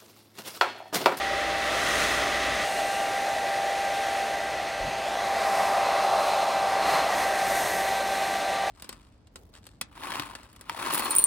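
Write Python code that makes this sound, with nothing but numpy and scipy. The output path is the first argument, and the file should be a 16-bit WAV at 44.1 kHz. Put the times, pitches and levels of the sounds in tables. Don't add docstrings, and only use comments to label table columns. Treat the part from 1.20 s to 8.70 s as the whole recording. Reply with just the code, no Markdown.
import sys
import numpy as np
from scipy import signal
from scipy.fft import rfft, irfft
from scipy.io import wavfile
from scipy.ndimage import uniform_filter1d

SR = 44100
rng = np.random.default_rng(int(sys.argv[2]) if len(sys.argv) > 2 else 0)


def inscribe(sig):
    pcm = np.round(np.clip(np.atleast_2d(sig).T, -1, 1) * 32767)
    wavfile.write(sys.argv[1], SR, pcm.astype(np.int16))


N = 330750
TIME = np.arange(N) / SR
FREQ = np.maximum(np.fft.rfftfreq(N, 1 / SR), 1)

TURN_S = 1.45
WHINE_ORDER = 4
MAINS_HZ = 60
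HUM_SHAKE = 0.6
SIZZLE_HZ, SIZZLE_WIDTH_HZ = 13800, 5200
TOP_HZ = 15750

# multiple of the shaft speed, level in dB with the dryer held level,
# level in dB with it held upright.
SHAFT_TONES = [(1, -62.5, -53.5), (2, -57, -51.5), (3, -50.5, -47.5), (5, -63, -50), (6, -52.5, -47),
               (7, -51.5, -68), (9, -52.5, -56), (10, -47.5, -51), (12, -64, -52.5)]
# time in seconds, pitch in Hz.
WHINE_PITCH = [(0.0, 788), (2.54, 790.2), (3.49, 787.5), (3.95, 788.8), (5.27, 783.0), (6.32, 783),
               (6.47, 777.5), (7.42, 783.8)]
# multiple of the
# shaft speed, centre in seconds, half length in seconds, change in dB.
STANDING_WAVES = [(4, 0.76, 0.28, -5), (4, 1.28, 0.24, -3.5), (4, 5.9, .08, -5), (4, 6.47, 0.052, -16),
                  (8, .75, .15, 6), (8, 6.55, 0.7, 6.5), (6, 7.35, 0.23, 5)]

# time in seconds, pose from 0 level to 1 upright.
UPRIGHT = [(3.6, 0.083), (4.4, 0.9)]
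# time in seconds, closeness from 0 free to 1 close.
TUCKED = [(3.8, 0), (4.35, 0.94), (5.0, 0.99), (5.5, 0.79), (5.78, 0.97), (6.0, 0.65), (6.3, 0.44),
          (6.8, 0.31), (7.5, 0)]
# time in seconds, place from 0 on the beard to 1 aside.
ASIDE = [(3.0, 0), (3.3, 0.72), (3.5, 1), (3.82, .7), (4.08, 0.21)]

# from in front in dB, from the side in dB, change when tucked in dB,
# change when swung aside in dB.
WHINE_DB = (-32.5, -30.7, 4.5, -6.5)
OCTAVE_DB = (-48.5, -46, -0.5, -3)
HUM_DB = (-49, -61, 0, 4)
# from in front in dB, from the side in dB, change when tucked in dB, change when swung aside in dB.
RUMBLE_DB = (-41.5, -46.5, 0, 0)
ROAR_DB = (-35, -33, 4.5, -2)
HOLLOW_DB = (-40, -42, 12.5, 0.5)
RUSH_DB = (-31.5, -35, 0.4, -1.4)
HISS_DB = (-47.5, -46, .5, -4.5)
SIZZLE_DB = (.3, -1.2, 1.8, -.3)

# frequency in Hz, relative density in dB per Hz.
RUMBLE_COLOUR = [(20, -9), (45, -8), (75, -6), (110, -5.5), (200, -4), (300, 0), (420, 1.5), (800, -15)]
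ROAR_COLOUR = [(200, -34), (330, -19.5), (480, -10.5), (590, -1.5), (700, 1.5), (780, -6.5), (880, -7.5),
               (1050, -27), (2000, -49)]
HOLLOW_COLOUR = [(550, -5.5), (750, 4), (900, 3), (1020, 3), (1200, 3), (1450, -7), (1800, -14),
                 (3000, -23)]
RUSH_FRONT_COLOUR = [(900, -22), (1200, 0.5), (1650, -3), (2000, -3), (2450, -5.5), (2900, -5),
                     (3400, -4.5), (4200, -9.5), (4900, -11.5), (6400, -21.5), (7500, -27), (9500, -26.5),
                     (12000, -38)]
RUSH_SIDE_COLOUR = [(900, -25), (1300, -2.5), (1650, 0.5), (2000, 0), (2500, -1.5), (3100, -4.5),
                    (3600, -3.5), (4200, -7), (4900, -9), (6400, -14.5), (7500, -19.5), (9500, -28),
                    (12000, -43)]
HISS_FRONT_COLOUR = [(3000, -11), (5500, 5), (7500, 2), (9500, 0), (11000, -5.5), (13000, -7), (16000, -11)]
HISS_SIDE_COLOUR = [(3000, -15), (5500, 2.5), (7500, 2), (9000, 3), (10500, 0), (12000, -2), (14000, -6),
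                    (16000, -12)]

# centre in Hz, width in Hz, lift from in front in dB,
# lift from the side in dB.
CAVITIES = [(1945, 250, 9, 6.5), (2623, 150, 4, 2.5), (2980, 230, -2, 0), (3560, 240, 0, 0.5),
            (4140, 310, 1, 2.5), (4700, 350, -1.5, -0.5), (6340, 820, 3.5, 3), (8450, 400, 0.5, 2.5),
            (9600, 270, 4, 3), (10600, 900, 0.5, -0.5)]
# centre in Hz, width in Hz, lift in dB.
BARREL_FRONT = [(595, 70, 4.5), (820, 210, -4.5)]
# centre in Hz, width in Hz, lift in dB when fully tucked.
CHIN = [(2600, 300, 1.5), (4940, 1000, 2.5)]
# centre in Hz, width in Hz, lift in dB.
NOZZLE = [(4220, 150, 2.5), (8250, 160, 3), (9620, 200, 0.5)]
# start in seconds,
# end in seconds, centre in Hz, width in Hz, lift in dB.
HELD_GAPS = [(1.45, 1.88, 2800, 120, 7.5), (3.18, 3.6, 4000, 400, -4), (4.62, 5.45, 4050, 200, 4.5),
             (4.82, 5.5, 1890, 400, -6), (5.57, 5.87, 4190, 170, 8), (5.9, 6.702, 1830, 500, 3.5),
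             (6.25, 7.0, 12000, 400, 5), (6.62, 7.5, 4000, 200, 3)]
# centre in seconds, half length in seconds,
# lift of hiss in dB, of rush in dB, of rumble in dB, of the top treble in dB.
SWEEPS = [(0.804, 0.31, 12, 5, 4.5, -1), (1.327, .2, 3.5, 1.9, 0.5, -1), (1.65, 0.3, 4, 0.5, 2.5, -1),
          (4.384, 0.19, 4, -0.5, 1.5, 0), (5.044, .22, 1.5, 0.5, 1, 1), (5.728, 0.087, 5, 4.5, 8.5, 5),
          (5.992, .075, 5.5, 1.5, 5, 2), (6.43, 0.32, 8.5, 0.7, 4.5, 3.8), (7.057, 0.22, 3.5, .5, 1, 2)]
# time in seconds,
# delay in milliseconds, strength relative to the direct sound.
BRUSH_ECHO = [(3.2, .62, 0), (3.6, .57, .18), (3.85, .51, .33), (4.05, .36, .26), (4.35, .3, .15),
              (4.6, .28, 0)]
# peak in seconds, half length in seconds, centre in Hz, peak level in dB.
PUFFS = [(1.67, .025, 40, -53), (1.92, .025, 36, -52), (3.627, .025, 50, -40), (3.657, .022, 80, -40),
         (3.684, .02, 130, -39.5)]


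def motor(shaft, hum_shake_db):
    upright, = curves(UPRIGHT)
    octave_order = 2 * WHINE_ORDER
    whine = tone(WHINE_ORDER * shaft, posed(*WHINE_DB) + fade(WHINE_ORDER), waver_db=0.77)
    octave_turns = octave_order * shaft + 0.038 * walk(7.5)
    octave = tone(octave_turns, posed(*OCTAVE_DB) + fade(octave_order), waver_db=2.0)

    weak = 0
    for order, level_db, upright_db in SHAFT_TONES:
        turns = order * shaft + 0.036 * walk(7.2)
        held_db = level_db + upright * (upright_db - level_db)
        weak = weak + tone(turns, held_db + fade(order), waver_db=2.5)

    hum = tone(MAINS_HZ * TIME, posed(*HUM_DB) + hum_shake_db, waver_db=1.5)
    hum_octave = tone(2 * MAINS_HZ * TIME, -64.5, waver_db=2.5)
    return whine + octave + weak + hum + hum_octave


def air(shaft, rumble_db, hiss_db, rush_db, sizzle_db):
    in_front = TIME < TURN_S

    rumble = undb(posed(*RUMBLE_DB) + rumble_db) * noise(RUMBLE_COLOUR)
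    roar = undb(posed(*ROAR_DB)) * noise(ROAR_COLOUR)
    hollow = undb(posed(*HOLLOW_DB) + rush_db) * noise(HOLLOW_COLOUR)
    body = rumble + roar + hollow
    body = body + in_front * ring(body, BARREL_FRONT)

    front_db = sum(db * bell(hz, width) for hz, width, db, _ in CAVITIES)
    side_db = sum(db * bell(hz, width) for hz, width, _, db in CAVITIES)
    rush = np.where(in_front, noise(RUSH_FRONT_COLOUR, front_db), noise(RUSH_SIDE_COLOUR, side_db))
    rush = rush * undb(posed(*RUSH_DB) + rush_db)
    hiss = np.where(in_front, noise(HISS_FRONT_COLOUR, front_db), noise(HISS_SIDE_COLOUR, side_db))
    hiss = hiss * undb(posed(*HISS_DB) + hiss_db)
    hiss = hiss + ring(hiss, [(SIZZLE_HZ, SIZZLE_WIDTH_HZ, posed(*SIZZLE_DB) + sizzle_db)])

    shaft_throb = 1 + 0.075 * np.sin(2 * np.pi * shaft)
    mains_throb = 1 + 0.032 * np.sin(2 * np.pi * MAINS_HZ * TIME)
    flicker = undb(0.44 * walk(13))
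    treble = reflect(rush + hiss * shaft_throb) * mains_throb * flicker
    return body + ring_gaps(treble, fade_s=0.09)


def reflect(x):
    delay_ms, strength = curves(BRUSH_ECHO)
    dull = uniform_filter1d(x, size=3)
    late = np.interp(TIME - delay_ms / 1000, TIME, dull)
    return (x - strength * late) / np.hypot(1, strength)


def ring_gaps(x, fade_s):
    tucked, = curves(TUCKED)
    out = x + tucked * ring(x, CHIN)
    still = 0
    for start, end, hz, width, db in HELD_GAPS:
        inside_s = np.minimum(TIME - start, end - TIME)
        held = np.clip(0.5 + inside_s / fade_s, 0, 1)
        out = out + held * ring(x, [(hz, width, db)])
        still = np.maximum(still, held)
    return out + still * ring(x, NOZZLE)


def sweeps():
    return sum(np.outer(lifts_db, bump(s, length)) for s, length, *lifts_db in SWEEPS)


def buffet():
    out = 0
    for s, length, hz, db in PUFFS:
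        eddy = noise([(hz / 4, -12), (hz, 0), (2 * hz, -9), (4 * hz, -26)])
        out = out + undb(db) * bump(s, length) * eddy
    return out


def tone(turns, db, waver_db):
    level = undb(db + waver_db * walk(14.4))
    start = rng.random()
    return np.sqrt(2) * level * np.sin(2 * np.pi * (turns + start))


def noise(points, lift_db=0):
    hz, db = np.transpose(points)
    colour_db = np.interp(np.log(FREQ), np.log(hz), db, left=-70, right=-70) + lift_db
    y = irfft(rfft(rng.standard_normal(N)) * undb(colour_db), N)
    return y / y.std()


def walk(rate):
    smooth = np.exp(-np.minimum(FREQ / rate, 20) ** 2)
    y = irfft(rfft(rng.standard_normal(N)) * smooth, N)
    return (y - y.mean()) / y.std()


def ring(x, modes):
    spectrum = rfft(x)
    return sum((undb(db) - 1) * irfft(spectrum * bell(hz, width), N) for hz, width, db in modes)


def bell(hz, width):
    return 1 / (1 + (2 * (FREQ - hz) / width) ** 2)


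def posed(front_db, side_db, tucked_db, aside_db):
    tucked, = curves(TUCKED)
    aside, = curves(ASIDE)
    return np.where(TIME < TURN_S, front_db, side_db) + tucked_db * tucked + aside_db * aside


def fade(order):
    return sum(db * bump(s, length) for multiple, s, length, db in STANDING_WAVES if multiple == order)


def bump(s, length):
    return np.exp(-((TIME - s) / length) ** 2)


def curves(table):
    s, *columns = np.transpose(table)
    return [np.interp(TIME, s, column) for column in columns]


def undb(db):
    return 10 ** (np.asarray(db) / 20)


def scene():
    whine_hz, = curves(WHINE_PITCH)
    shaft_hz = whine_hz / WHINE_ORDER * (1 + 0.0005 * walk(13.6))
    shaft = np.cumsum(shaft_hz) / SR
    hiss_db, rush_db, rumble_db, sizzle_db = sweeps()
    tones = motor(shaft, HUM_SHAKE * rumble_db)
    turbulence = air(shaft, rumble_db, hiss_db, rush_db, sizzle_db)
    mono = tones + turbulence + buffet()
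    return np.array([mono, mono])


def record(dry):
    low_pass = signal.ellip(12, 0.1, 80, TOP_HZ, fs=SR, output="sos")
    return signal.sosfilt(low_pass, dry)


dry = scene()
out = record(dry)
inscribe(out)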